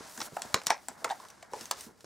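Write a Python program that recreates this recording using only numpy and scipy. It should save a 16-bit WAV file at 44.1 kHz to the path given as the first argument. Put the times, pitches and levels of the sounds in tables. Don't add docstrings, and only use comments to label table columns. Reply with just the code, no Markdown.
import sys
import numpy as np
from scipy import signal
from scipy.fft import rfft, irfft
from scipy.io import wavfile
from scipy.ndimage import uniform_filter1d

SR = 44100
rng = np.random.default_rng(int(sys.argv[2]) if len(sys.argv) > 2 else 0)


def output_pcm(signal):
    pcm = np.clip(np.atleast_2d(signal).T, -1, 1) * 32767
    wavfile.write(sys.argv[1], SR, np.round(pcm).astype(np.int16))


def ratio(d):
    e = np.asarray(d, float) / 20
    return 10 ** e


N = 90404

SLIP_LAG_S = 0.0006
FLICKER_DB = 1.6


def band(x, hz, width_hz):
    hz = min(hz, 0.45 * SR)
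    sharpness = np.clip(hz / width_hz, 0.4, 80)
    return signal.lfilter(*signal.iirpeak(hz, sharpness, fs=SR), x)


def lowpass(x, hz):
    return signal.lfilter(*signal.butter(2, hz, fs=SR), x)


def unit(x):
    return x / np.sqrt(np.mean(x ** 2))


def shaped(x, shape):
    hz, db = np.array(shape).T
    f = np.maximum(np.arange(N // 2 + 1) * SR / N, 1)
    return irfft(rfft(x) * ratio(np.interp(np.log(f), np.log(hz), db)), N)


def coloured(shape):
    return unit(shaped(rng.standard_normal((2, N)), shape))


def walk(rate):
    k = int(SR / rate)
    steps = np.repeat(rng.standard_normal(N // k + 1), k)
    return unit(uniform_filter1d(steps, k)[:N])


def mid_side(side_db):
    return np.array([[1], [ratio(side_db)]])


def add(out, s, sound, db):
    i = max(int(s * SR), 0)
    part = sound[:N - i]
    out[..., i:i + part.shape[-1]] += part * ratio(db) / np.abs(sound).max()


def hum():
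    # frequency in Hz, level in dB.
    tone = [(15, -41), (25, 8.5), (510, 6), (669, -23), (1640, -30), (2600, -28), (6730, -29), (14400, -43),
            (16500, -45)]
    return coloured(tone) * ratio(-68.5) * mid_side(-6)


def room(x):
    # band centre in Hz, time to fade by 60 dB in seconds, level in dB.
    tails = [(197, 0.2, -15), (450, 0.24, -4.5), (880, 0.13, -4.5), (1850, 0.18, -6), (5240, 0.17, -11.5),
             (9100, 0.051, -20)]
    gap_ms, scatter, flutter_per_s = 1.9, 0.85, 260
    t = np.arange(SR // 2) / SR
    swell = np.clip(t * 1000 / gap_ms, 0, 1) ** 2
    out = 0
    for hz, t60, db in tails:
        for half in range(2):
            noise = rng.standard_normal((2, len(t)))
            noise = band(band(noise, hz, 0.77 * hz), hz, 0.77 * hz)
            fade = noise * ratio(-60 * t / t60)
            tail = ratio(db) * fade * np.sqrt(2 * hz / SR / np.sum(fade ** 2)) * swell
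            flutter = np.sqrt(1 - scatter ** 2) + scatter * walk(flutter_per_s)
            out = out + signal.fftconvolve(x[None], tail, axes=1)[:, :N] * flutter
    return out * mid_side(-9.5)


def glove_hiss():
    # time in seconds, hiss level in dB, boost of the highest treble in dB.
    strokes = [(0, -49.5, -28), (.1, -54.5, 5.5), (0.26, -55, 11), (0.291, -61.5, -0.5), (.34, -58, 4),
               (.45, -52, 0), (.52, -53.5, -2), (.8, -64.5, 1.5),        (1.22, -56, -0.5), (1.38, -65, -9),
               (1.5, -66, -4), (1.56, -52, -8), (1.619, -48.5, -0.5), (1.67, -54, -1), (1.76, -53.5, -3.5),
               (1.84, -54, 6.5), (1.95, -69.5, -3), (2.05, -67.5, 3)]
    # frequency in Hz, level in dB.
    glove = [(1180, 1.5), (2000, -0.5), (2900, -2), (5400, 2.5), (8500, -0.5), (12200, -7), (15600, -10),
             (16500, -37)]
    t = np.arange(N) / SR
    s, hiss_db, sheen_db = np.array(strokes).T
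    hiss = coloured(glove) * ratio(FLICKER_DB * walk(26.47) + 1.33 * walk(500))
    air = band(hiss, 17800, 12400)
    sheen = (ratio(np.interp(t, s, sheen_db)) - 1) * air
    return (unit(hiss) + sheen) * mid_side(-11.5) * ratio(np.interp(t, s, hiss_db) + 0.5)


def drag_rumble():
    # time in seconds, rumble level in dB.
    drag = [(0, -56), (.15, -56), (.26, -56.5), (.31, -64), (.45, -50.5), (.62, -57), (.84, -67),
            (.98, -58.5), (1.04, -55), (1.18, -58), (1.23, -58.5), (1.4, -63), (1.5, -61.5), (1.58, -62),
            (1.8, -58), (1.96, -68), (2.05, -72)]
    # resonance in Hz, its width in Hz, level in dB.
    chambers = [(595.4, 23, 16), (780, 380, 12), (950, 17, -13), (925, 250, 1.5), (1060, 430, 14),
                (1384, 92, 17), (1630, 250, 12.5), (2130, 320, 9.5)]
    t = np.arange(N) / SR
    shake = rng.standard_normal((2, N)) * ratio(FLICKER_DB * walk(30.73) + 1.66 * walk(200))
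    skin = band(shake, 660, 790)
    rumble = 0
    for k, (hz, width_hz, db) in enumerate(chambers):
        rumble = rumble + (-1) ** k * ratio(db) * band(skin, hz, width_hz)
    table = unit(band(band(shake, 223, 330), 223, 330))
    rumble = unit(rumble) + ratio(-11.5) * table
    return rumble * mid_side(-7) * ratio(np.interp(t, *np.array(drag).T) + 1)


def thumps():
    # start in seconds, level in dB, pitch in Hz, length in cycles.
    pushes = [(0.007, -31.5, 450, 0.84), (0.18, -37.5, 248, 1.9), (0.218, -31.5, 363, 0.98),
              (0.322, -35.5, 302, 0.75), (0.329, -35, 191, 0.95), (0.449, -37, 265, 1.8),
              (0.451, -48, 84.5, 0.7), (0.542, -20, 154, 0.6), (0.668, -36.5, 206, 0.87),
              (0.703, -31, 294, 1.2), (0.887, -42, 267, 3.6), (1.02, -40, 540, 4), (1.045, -24.5, 567, 2.1),
              (1.048, -41, 352, 2.4), (1.182, -51, 234, 1.7), (1.523, -37, 450, 1.4),
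              (1.536, -26, 510, 1.5), (1.61, -40.5, 288, 2.5), (1.711, -32.5, 548, 2.4),
              (1.866, -37.5, 237, 2.3), (2.043, -33, 318, 0.34)]
    out, t = np.zeros(N), np.arange(6000) / SR
    for s, db, hz, cycles in pushes:
        u = t * hz / max(cycles, 0.3) * 3
        rub = unit(band(band(rng.standard_normal(len(t)), hz, hz), hz, hz))
        push = np.sin(2 * np.pi * hz * t) * np.exp(-u)
        push = push + 0.28 * rub * np.exp(-u / 3.53) / 3
        add(out, s, push * u, db - 5.5)
    return out


def pops():
    # start in seconds, level in dB, pitch in Hz, ring in ms.
    chamber_pops = [(.203, -36.5, 910, 7.1), (.217, -38.5, 1440, 3.6), (0.3674, -26, 740, 6.1),
                    (0.37, -35.5, 1330, 4), (.446, -45, 925, 5.9), (.5435, -26, 1116, 3.4),
                    (.544, -29, 620, 2.6), (.552, -41, 1060, 19), (.693, -36.5, 1010, 6.8),
                    (.7046, -12.5, 880, 2.26), (.715, -37.5, 800, 4), (.726, -36, 880, 4.2),
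                    (0.737, -41, 900, 6), (.884, -35, 787, 4.2), (1.0454, -23.5, 1323, 2.5),
                    (1.056, -33, 927, 7.7), (1.1005, -32, 794, 8), (1.1068, -25.5, 809, 8.2),
                    (1.126, -48, 816, 2.9), (1.1995, -44.5, 1040, 4.3), (1.228, -48, 1060, 7.3),
                    (1.252, -52, 1014, 5.7), (1.428, -46, 693, 7), (1.534, -30, 889, 5.1),
                    (1.541, -40.5, 830, 4), (1.558, -44, 800, 5.7), (1.711, -30.5, 1150, 3)]
    rise_ms, octave_full_ms = 0.59, 9
    out, t = np.zeros(N), np.arange(4000) / SR
    for s, db, hz, ms in chamber_pops:
        fade = (1 - np.exp(-t * 1000 / rise_ms)) * np.exp(-(t * 1000 / max(ms, 1)) ** 2)
        turn = 2 * np.pi * hz * t
        neighbour = ratio(-16) * np.sin(1.084 * turn)
        octave = ratio(-12) * min(ms / octave_full_ms, 1) ** 2 * np.sin(2 * turn)
        add(out, s + SLIP_LAG_S, (np.sin(turn) + neighbour + octave) * fade, db + 2.5)
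    return out


def pings():
    # start in seconds, level in dB, pitch in Hz, ring in ms.
    patches = [(.1755, -35.5, 7060, 2), (0.2026, -30, 5560, 2.7), (.2155, -30.5, 5450, 3),
               (0.4198, -29.5, 8740, 1.3), (.4195, -35, 5800, 2.4), (.4284, -45, 8300, 2),
               (0.542, -16.5, 3780, 2.5), (0.5426, -38, 7400, 2), (.668, -16, 5800, 1.3),
               (.7045, -18, 5240, 0.76), (0.7145, -37, 4000, 2.3), (0.8844, -25, 7650, 0.67),
               (1.0452, -32, 7220, 2.6), (1.099, -35.5, 3750, 4.6), (1.1052, -34, 3740, 3.9),
               (1.3028, -40.5, 6000, 1.9), (1.6094, -33, 5540, 2), (1.656, -34, 6460, 1.6),
               (1.71, -24.5, 8000, 0.8), (1.711, -25, 4500, 1.4), (1.8082, -37, 8500, 2.9)]
    width_hz = 780
    out, t = np.zeros(N), np.arange(900) / SR * 1000
    for s, db, hz, ms in patches:
        rub = rng.standard_normal(len(t)) * np.exp(-(t / max(ms, 0.4)) ** 2)
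        add(out, s, band(band(rub, hz, width_hz), hz, width_hz), db)
    return out


def snaps():
    # start in seconds, level in dB, length in ms, level of the dull body in dB, top in kHz.
    strong = [(0.203, -29, 5.7, -0.5, 8.2), (0.214, -22, 2.9, -10, 5.7), (0.4186, -21, 2.86, -13.5, 9.5),
              (0.5416, -10.5, 3.7, 0.5, 10.8), (0.6672, -11, 2.9, -9.5, 12.5), (0.6997, -21.5, 3, -1.5, 16),
              (0.7032, -15, 2.5, 2.5, 11.4), (0.8837, -27, 1.47, -2.5, 19.6), (1.0437, -26, 6, 4.5, 8.2),
              (1.043, -21.5, 1.9, -18, 10.6), (1.0993, -35, 1.5, 4, 12), (1.1054, -35, 17, 2, 7.6),
              (1.5336, -29, 1.56, -14, 9.9), (1.609, -31, 3.4, -23, 12), (1.7103, -15.5, 3.05, -5.5, 20.4)]
    # start in seconds, level in dB, length in ms, dull body in dB, top in kHz.
    light = [(0.176, -32, 2.7, -3, 11), (0.323, -48, 1.2, -5, 7), (0.366, -34.5, 4.7, 7.5, 15.4),
             (0.394, -42, 2.6, -10, 17), (0.429, -43, 1.5, -20, 12), (0.6157, -40, 1.9, 6.5, 6.3),
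             (0.635, -35.5, 1.8, -46, 13), (0.6613, -32.5, 3.8, -22, 8.6), (0.7155, -31, 2.1, -19, 14),
             (0.778, -52, 0.9, 12, 10), (1.0914, -41, 4.3, 5, 7.2), (1.1995, -39.5, 1.1, -25, 11),
             (1.2494, -43.5, 3, -13, 9), (1.2847, -39, 1.6, -14, 17), (1.3004, -40, 0.66, -5, 23),
             (1.4247, -39, 4.9, -0.5, 8.1), (1.515, -45, 1.5, -10, 21), (1.563, -46, 4.5, -17, 10),
             (1.6552, -32.5, 1.7, -19, 16), (1.777, -52, 1.9, -14, 12), (1.8074, -31.5, 3.5, -17, 12.4),
             (2.005, -45, 5.4, -9, 10), (2.0434, -39.5, 2.2, -4, 8.1)]
    # skin resonance in Hz, its width in Hz, level in dB.
    latex = [(4380, 2600, 1.5), (5800, 500, -3.5), (7700, 850, 6.5)]
    rise_share, narrowest_hz = 0.18, 1100
    dull_hz, dull_width_hz = 1358, 2260
    out, t = np.zeros(N), np.arange(5000) / SR * 1000
    for s, db, ms, dull_db, top_khz in strong + light:
        ms = max(ms, 0.3)
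        sign, size = rng.standard_normal((2, len(t)))
        slips = sign * ratio(2.5 * size) * np.clip(t / ms / rise_share, 0, 1)
        burst = np.exp(-(t / ms) ** 3)
        fizz_tail = slips * ratio(-6.5) * np.exp(-t / 9.4)
        fizz = slips * burst + lowpass(fizz_tail, 8500)
        body = slips * (burst + ratio(-14.5) * np.exp(-t / 14.9))

        bright = ratio(7.5) * band(fizz, 9300, 15000)
        for hz, width_hz, gain_db in latex:
            detuned = hz * (1 + 0.046 * rng.standard_normal())
            bright = bright + ratio(gain_db) * band(fizz, detuned, max(width_hz, narrowest_hz))
        bright = lowpass(bright, np.clip(top_khz, 3, 20) * 1000)
        dull = band(band(body, dull_hz, dull_width_hz), dull_hz, dull_width_hz)
        add(out, s + SLIP_LAG_S, bright, db - 1.5)
        add(out, s + SLIP_LAG_S, dull, db - 1.5 + dull_db)
    return out


def scene():
    # frequency in Hz, level of the side in dB.
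    width = [(60, 3.5), (350, 4), (800, -1), (1800, -3), (3000, 2.5), (6000, -4.5), (10000, 9), (15000, 5)]
    pushes = thumps()
    hits = snaps() + pings() + pops() + pushes
    across = ratio(-16.5) * (np.roll(hits, shift=-2) - np.roll(hits, shift=2))
    lean = -0.6
    across = across + ratio(-13.5) * np.roll(pushes, shift=-20) * lean
    mid, side = np.array([hits, across]) + glove_hiss() + drag_rumble() + hum() + room(hits)
    side = shaped(side, width)
    return np.array([mid + side, mid - side])


def roll_off(x):
    return signal.sosfilt(signal.butter(12, 16990, fs=SR, output="sos"), x)


def record(dry):
    limit = 0.6
    rounded = limit * np.tanh(dry / limit)
    no_bass = signal.sosfilt(signal.butter(2, 55, "highpass", fs=SR, output="sos"), rounded)
    mix = signal.sosfilt(signal.butter(10, 16000, fs=SR, output="sos"), no_bass)
    return roll_off(mix)


dry = scene()
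out = record(dry)
output_pcm(out)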